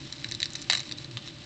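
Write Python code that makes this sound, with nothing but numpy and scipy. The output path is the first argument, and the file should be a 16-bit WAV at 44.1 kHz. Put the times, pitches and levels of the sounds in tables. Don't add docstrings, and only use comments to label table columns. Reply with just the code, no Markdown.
import sys
import numpy as np
from scipy import signal
from scipy.fft import rfft, irfft
from scipy.io import wavfile

SR = 44100
rng = np.random.default_rng(int(sys.argv[2]) if len(sys.argv) > 2 else 0)


def to_wav(sig):
    pcm = np.clip(np.atleast_2d(sig), -1, 1) * 32767
    pcm = np.round(pcm).astype(np.int16)
    wavfile.write(sys.argv[1], SR, pcm.T)


N = 63945

# f/Hz, bandwidth/Hz, gain/dB
CRACKLE_RESONANCES = [(1160, 200, -5.5), (1638, 82, -5), (1866, 200, -3.5), (2170, 460, 2.5), (2593, 71, 1),
                      (2890, 140, 1), (3912, 304, 3), (4146, 250, -5), (4700, 280, -7), (5290, 350, -4),
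                      (6120, 740, -11.5), (7174, 370, -3.5)]
# f/Hz, bandwidth/Hz, gain/dB
FLOOR_MODES = [(850, 380, -15), (1190, 230, -6), (2100, 660, -5.5), (3030, 400, 8), (3525, 200, 12),
               (3840, 250, 1.5), (4050, 200, 2.5), (5140, 270, -14.5), (6600, 370, -26.5)]


def from_db(db):
    return 10 ** (np.asarray(db) / 20)


def rms_one(x):
    return x / np.sqrt(np.mean(x ** 2) + 1e-20)


def unit_energy(x):
    return x / np.sqrt(np.sum(x ** 2, axis=-1, keepdims=True) + 1e-20)


def envelope(points):
    return from_db(np.interp(np.arange(N) / SR, *np.transpose(points)))


def coloured(x, points):
    hz, db = np.transpose(points)
    bins = np.maximum(np.fft.rfftfreq(N, 1 / SR), 1)
    gain = from_db(np.interp(np.log(bins), np.log(hz), db))
    return rms_one(irfft(rfft(x) * gain, N))


def resonate(x, resonances):
    out = from_db(-22) * x
    for hz, width, db in resonances:
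        radius = np.exp(-np.pi * width / SR)
        feedforward = np.array([1, 0, -1]) * (1 - radius ** 2) / 2
        feedback = [1, -2 * radius * np.cos(2 * np.pi * hz / SR), radius ** 2]
        out = out + from_db(db) * signal.lfilter(feedforward, feedback, x)
    return signal.sosfilt(signal.butter(8, 7130, fs=SR, output="sos"), out)


def crinkle():
    # t/s, relative level/dB
    levels = [(0, -46), (.06, -47.5), (.1, -48.5), (.21, -44), (.29, -46), (.38, -51.5), (.44, -49),
              (.48, -48.5), (.54, -45.5), (.62, -43.5), (.66, -48.5), (.69, -40), (.73, -34.5), (.78, -37),
              (.83, -48), (.88, -42), (.95, -59.5), (.98, -44.5), (1.03, -45), (1.08, -57), (1.15, -52),
              (1.19, -53), (1.22, -56), (1.27, -46), (1.32, -57), (1.45, -47.5)]
    # f/Hz, gain/dB
    colour = [(500, 2), (1300, -2.5), (1800, -5), (3000, -0.5), (4000, 4), (5000, 2), (7300, 0.5),
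              (8800, -1)]
    creases_per_s, spread_db, decay_s = 1100, 3.5, .001
    sizes = from_db(spread_db * np.minimum(rng.exponential(1, N), 4))
    creases = sizes * (rng.random(N) < creases_per_s / SR)
    power = signal.lfilter([1], [1, -np.exp(-2 / (decay_s * SR))], creases ** 2 + 1e-12)
    scratches = resonate(np.sqrt(power) * rng.standard_normal(N), CRACKLE_RESONANCES)
    return from_db(-2.5) * envelope(levels) * coloured(scratches, colour)


def rumble():
    # f/Hz, relative level/dB
    spectrum = [(25, -19), (45, -23.5), (62, -6), (85, -9.5), (140, 1.5), (175, -6.5), (240, -8.5),
                (335, -4), (410, -22), (600, -23.5), (1200, -63)]
    # t/s, level/dB
    levels = [(0, -44), (.07, -45), (.12, -50), (.19, -46.5), (.22, -47), (.33, -44), (.42, -48),
              (.75, -46.5), (.85, -49), (.96, -45), (1.2, -48), (1.33, -47.5), (1.45, -51)]
    return envelope(levels) * coloured(rng.standard_normal(N), spectrum)


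def hiss():
    # f/Hz, relative level/dB
    spectrum = [(350, -3), (550, -6.5), (750, -3.5), (1400, -4.5), (2200, -2.5), (3300, -1), (3950, 0),
                (4800, -6), (6000, -15.5), (7400, -14.5), (8200, -19.5), (9000, -42.5)]
    return from_db(-52) * coloured(rng.standard_normal(N), spectrum)


def hum():
    # t/s, level/dB
    levels = [(0, -51), (.17, -64), (.23, -46.5), (.3, -48.5), (.4, -57), (.88, -60), (.95, -49),
              (.99, -44), (1.02, -50.5), (1.13, -50), (1.17, -36), (1.22, -63.5), (1.45, -57)]
    centre_hz, wander_hz, flutter_depth = 117.8, 3.5, 0.81
    t = np.arange(N) / SR
    wander, flutter = (np.interp(t, np.linspace(0, t[-1], n), rng.standard_normal(n)) for n in (24, 60))
    phase = 2 * np.pi * np.cumsum(centre_hz + wander_hz * wander) / SR
    return envelope(levels) * rms_one((1 + flutter_depth * flutter) * np.sin(phase))


def whine():
    # f/Hz, level/dB
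    tones = [(339, -62), (554.5, -68), (592, -64.5)]
    t = np.arange(N) / SR
    return sum(from_db(db) * rms_one(np.sin(2 * np.pi * (hz * t + rng.random()))) for hz, db in tones)


def body_drag():
    # t/s, level/dB
    levels = [(0, -65), (.05, -48.5), (.12, -57), (1.15, -59.5), (1.19, -55), (1.27, -49.5), (1.32, -55.5),
              (1.45, -58.5)]
    return envelope(levels) * rms_one(resonate(rng.standard_normal(N), FLOOR_MODES))


def skin_snaps():
    # t/s, relative crack level/dB, then thud/dB, body/dB, edge/dB re the crack, rise time/s
    tears = [(0.124, -31.5, -23, -15, -5, 0.001), (0.2435, -28.5, -49, -1.6, -10.5, 0.00026),
             (0.287, -46, -30, -13, 5.5, 0.00054), (0.312, -42, -16, 4.5, 7, 0.00088),
             (0.3205, -28.5, -23, -13.5, -6, 0.00036), (0.328, -40.5, -19, -7, -16, 0.00097),
             (0.3405, -40.1, -21, -11, -7, 0.0008), (0.3478, -31, -26, -18.5, -5.5, 0.0012),
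             (0.401, -31, -32, -5, -2.5, 0.0016), (0.4054, -43.5, -12.5, -4.5, 2.5, 0.0023),
             (0.4176, -30, -23, -12, -12.0, 0.00071), (0.4281, -20, -36, -8, -11.9, 0.00086),
             (0.4423, -47, -19.5, 0, 9, 0.00035), (0.4561, -31, -26, -7, -2, 0.00044),
             (0.503, -40, -28, -19, -6.5, 0.0008), (0.532, -49, -15.0, -7, 10.5, 0.002),
             (0.5522, -30, -19, -13, -13, 0.00027), (0.5541, -38, -11, -3.5, 5.5, 0.0022),
             (0.616, -46.5, -20, -10, 8.5, 0.0008), (0.623, -44.5, -20, -16, 3.5, 0.00074),
             (0.6985, -19, -9, -1.5, -7, 0.000067), (0.7007, -21, -25, -22, -5.5, 0.00035),
             (0.7032, -28, -15, -12, -10, 0.00052), (0.7079, -23.5, -28.5, -7, -20.5, 0.00096),
             (0.7113, -25, -26, -10, -8, 0.0008), (0.7222, -24, -13, -6.5, -9, 0.0014),
             (0.731, -24.5, -6.5, -0.9, -3.5, 0.00058), (0.7355, -29.5, -23, -1.5, -7.4, 0.0024),
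             (0.7501, -24, -15, -5, -8, 0.00072), (0.7722, -32, -22, -4.5, -3, 0.00059),
             (0.7795, -32, -23, -11, -8, 0.00054), (0.793, -31, -23, -19, -13, 0.0008),
             (0.8003, -34.5, -13.5, -5, -0.5, 0.0032), (0.831, -41.5, -14.5, -6, -7, 0.0006),
             (0.892, -37.3, -21, -8.5, -10, 0.00073), (0.9121, -33, -18, -6, -13, 0.00038),
             (0.9212, -29.5, -26, -17, -7, 0.00083), (0.982, -35, -32.5, -12.5, -10.5, 0.002),
             (1.042, -36, -17, -20, -10, 0.0041), (1.1108, -43.5, -21, -5.5, -5.5, 0.001)]
    limits = [570, 1520, 3250, 4700, 9000]
    gain_db, release_s = 21.5, 0.0011
    t = np.arange(SR // 50) / SR
    onsets, crack_db, thud_db, body_db, edge_db, rise = np.transpose(tears)[:, :, None]
    shapes = np.minimum(t / (rise + 1e-9), 1) * np.exp(-np.maximum(t - rise, 0) / release_s)
    bursts = resonate(rng.standard_normal(shapes.shape) * shapes, CRACKLE_RESONANCES)
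    snaps = 0
    for low, high, band_db in zip(limits, limits[1:], (thud_db, body_db, 0, edge_db)):
        band = signal.sosfilt(signal.butter(5, (low, high), "band", fs=SR, output="sos"), bursts)
        snaps = snaps + from_db(gain_db + crack_db + band_db) * unit_energy(band)
    out = np.zeros(N + SR)
    for start, snap in zip((onsets[:, 0] * SR).astype(int), snaps):
        out[start:start + len(t)] += snap
    return out[:N]


def footsteps():
    # t/s, relative level/dB, decay time/s
    contacts = [(1.1713, -28, 0.00036), (1.1756, -35.5, 0.0029), (1.1904, -43, 0.0011),
                (1.2238, -42.5, 0.00086), (1.2757, -35.5, 0.001), (1.2822, -38, 0.0017),
                (1.2893, -44.5, 0.00054)]
    gain_db = 21
    t = np.arange(SR // 50) / SR
    out = np.zeros(N + SR)
    for onset, db, decay in contacts:
        force = rng.standard_normal(len(t)) * np.exp(-t / decay)
        start = int(onset * SR)
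        out[start:start + len(t)] += from_db(gain_db + db) * unit_energy(resonate(force, FLOOR_MODES))
    return out[:N] + body_drag()


def tank(x):
    # f/Hz, T60/s, level/dB
    modes = [(1724, 0.29, -60.5), (1748, 0.16, -62.5), (1780, .2, -61.5), (3660, .2, -55),
             (3690, 0.15, -62), (3622, .18, -58.5), (3854, 0.067, -63.5), (4350, 0.16, -60.5)]
    first_echo_s = 0.0013
    t = np.arange(SR // 3) / SR
    response = np.zeros(len(t))
    response[0] = 1
    for db, t60 in ((-9.5, 0.065), (-20, .22)):
        echoes = rng.standard_normal(len(t)) * (t > first_echo_s)
        response += from_db(db) * unit_energy(echoes * from_db(-60 * t / t60))
    for hz, t60, db in modes:
        response += from_db(db - 60 * t / t60) * np.cos(2 * np.pi * hz * t)
    return signal.fftconvolve(x, response)[:N]


def scene():
    gecko = skin_snaps() + crinkle() + footsteps()
    return (tank(gecko) + rumble() + hiss() + hum() + whine())[None]


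def record(dry):
    cutoff_hz = 8800
    return signal.sosfilt(signal.ellip(10, .2, 75, cutoff_hz, fs=SR, output="sos"), dry)


dry = scene()
out = record(dry)
to_wav(out)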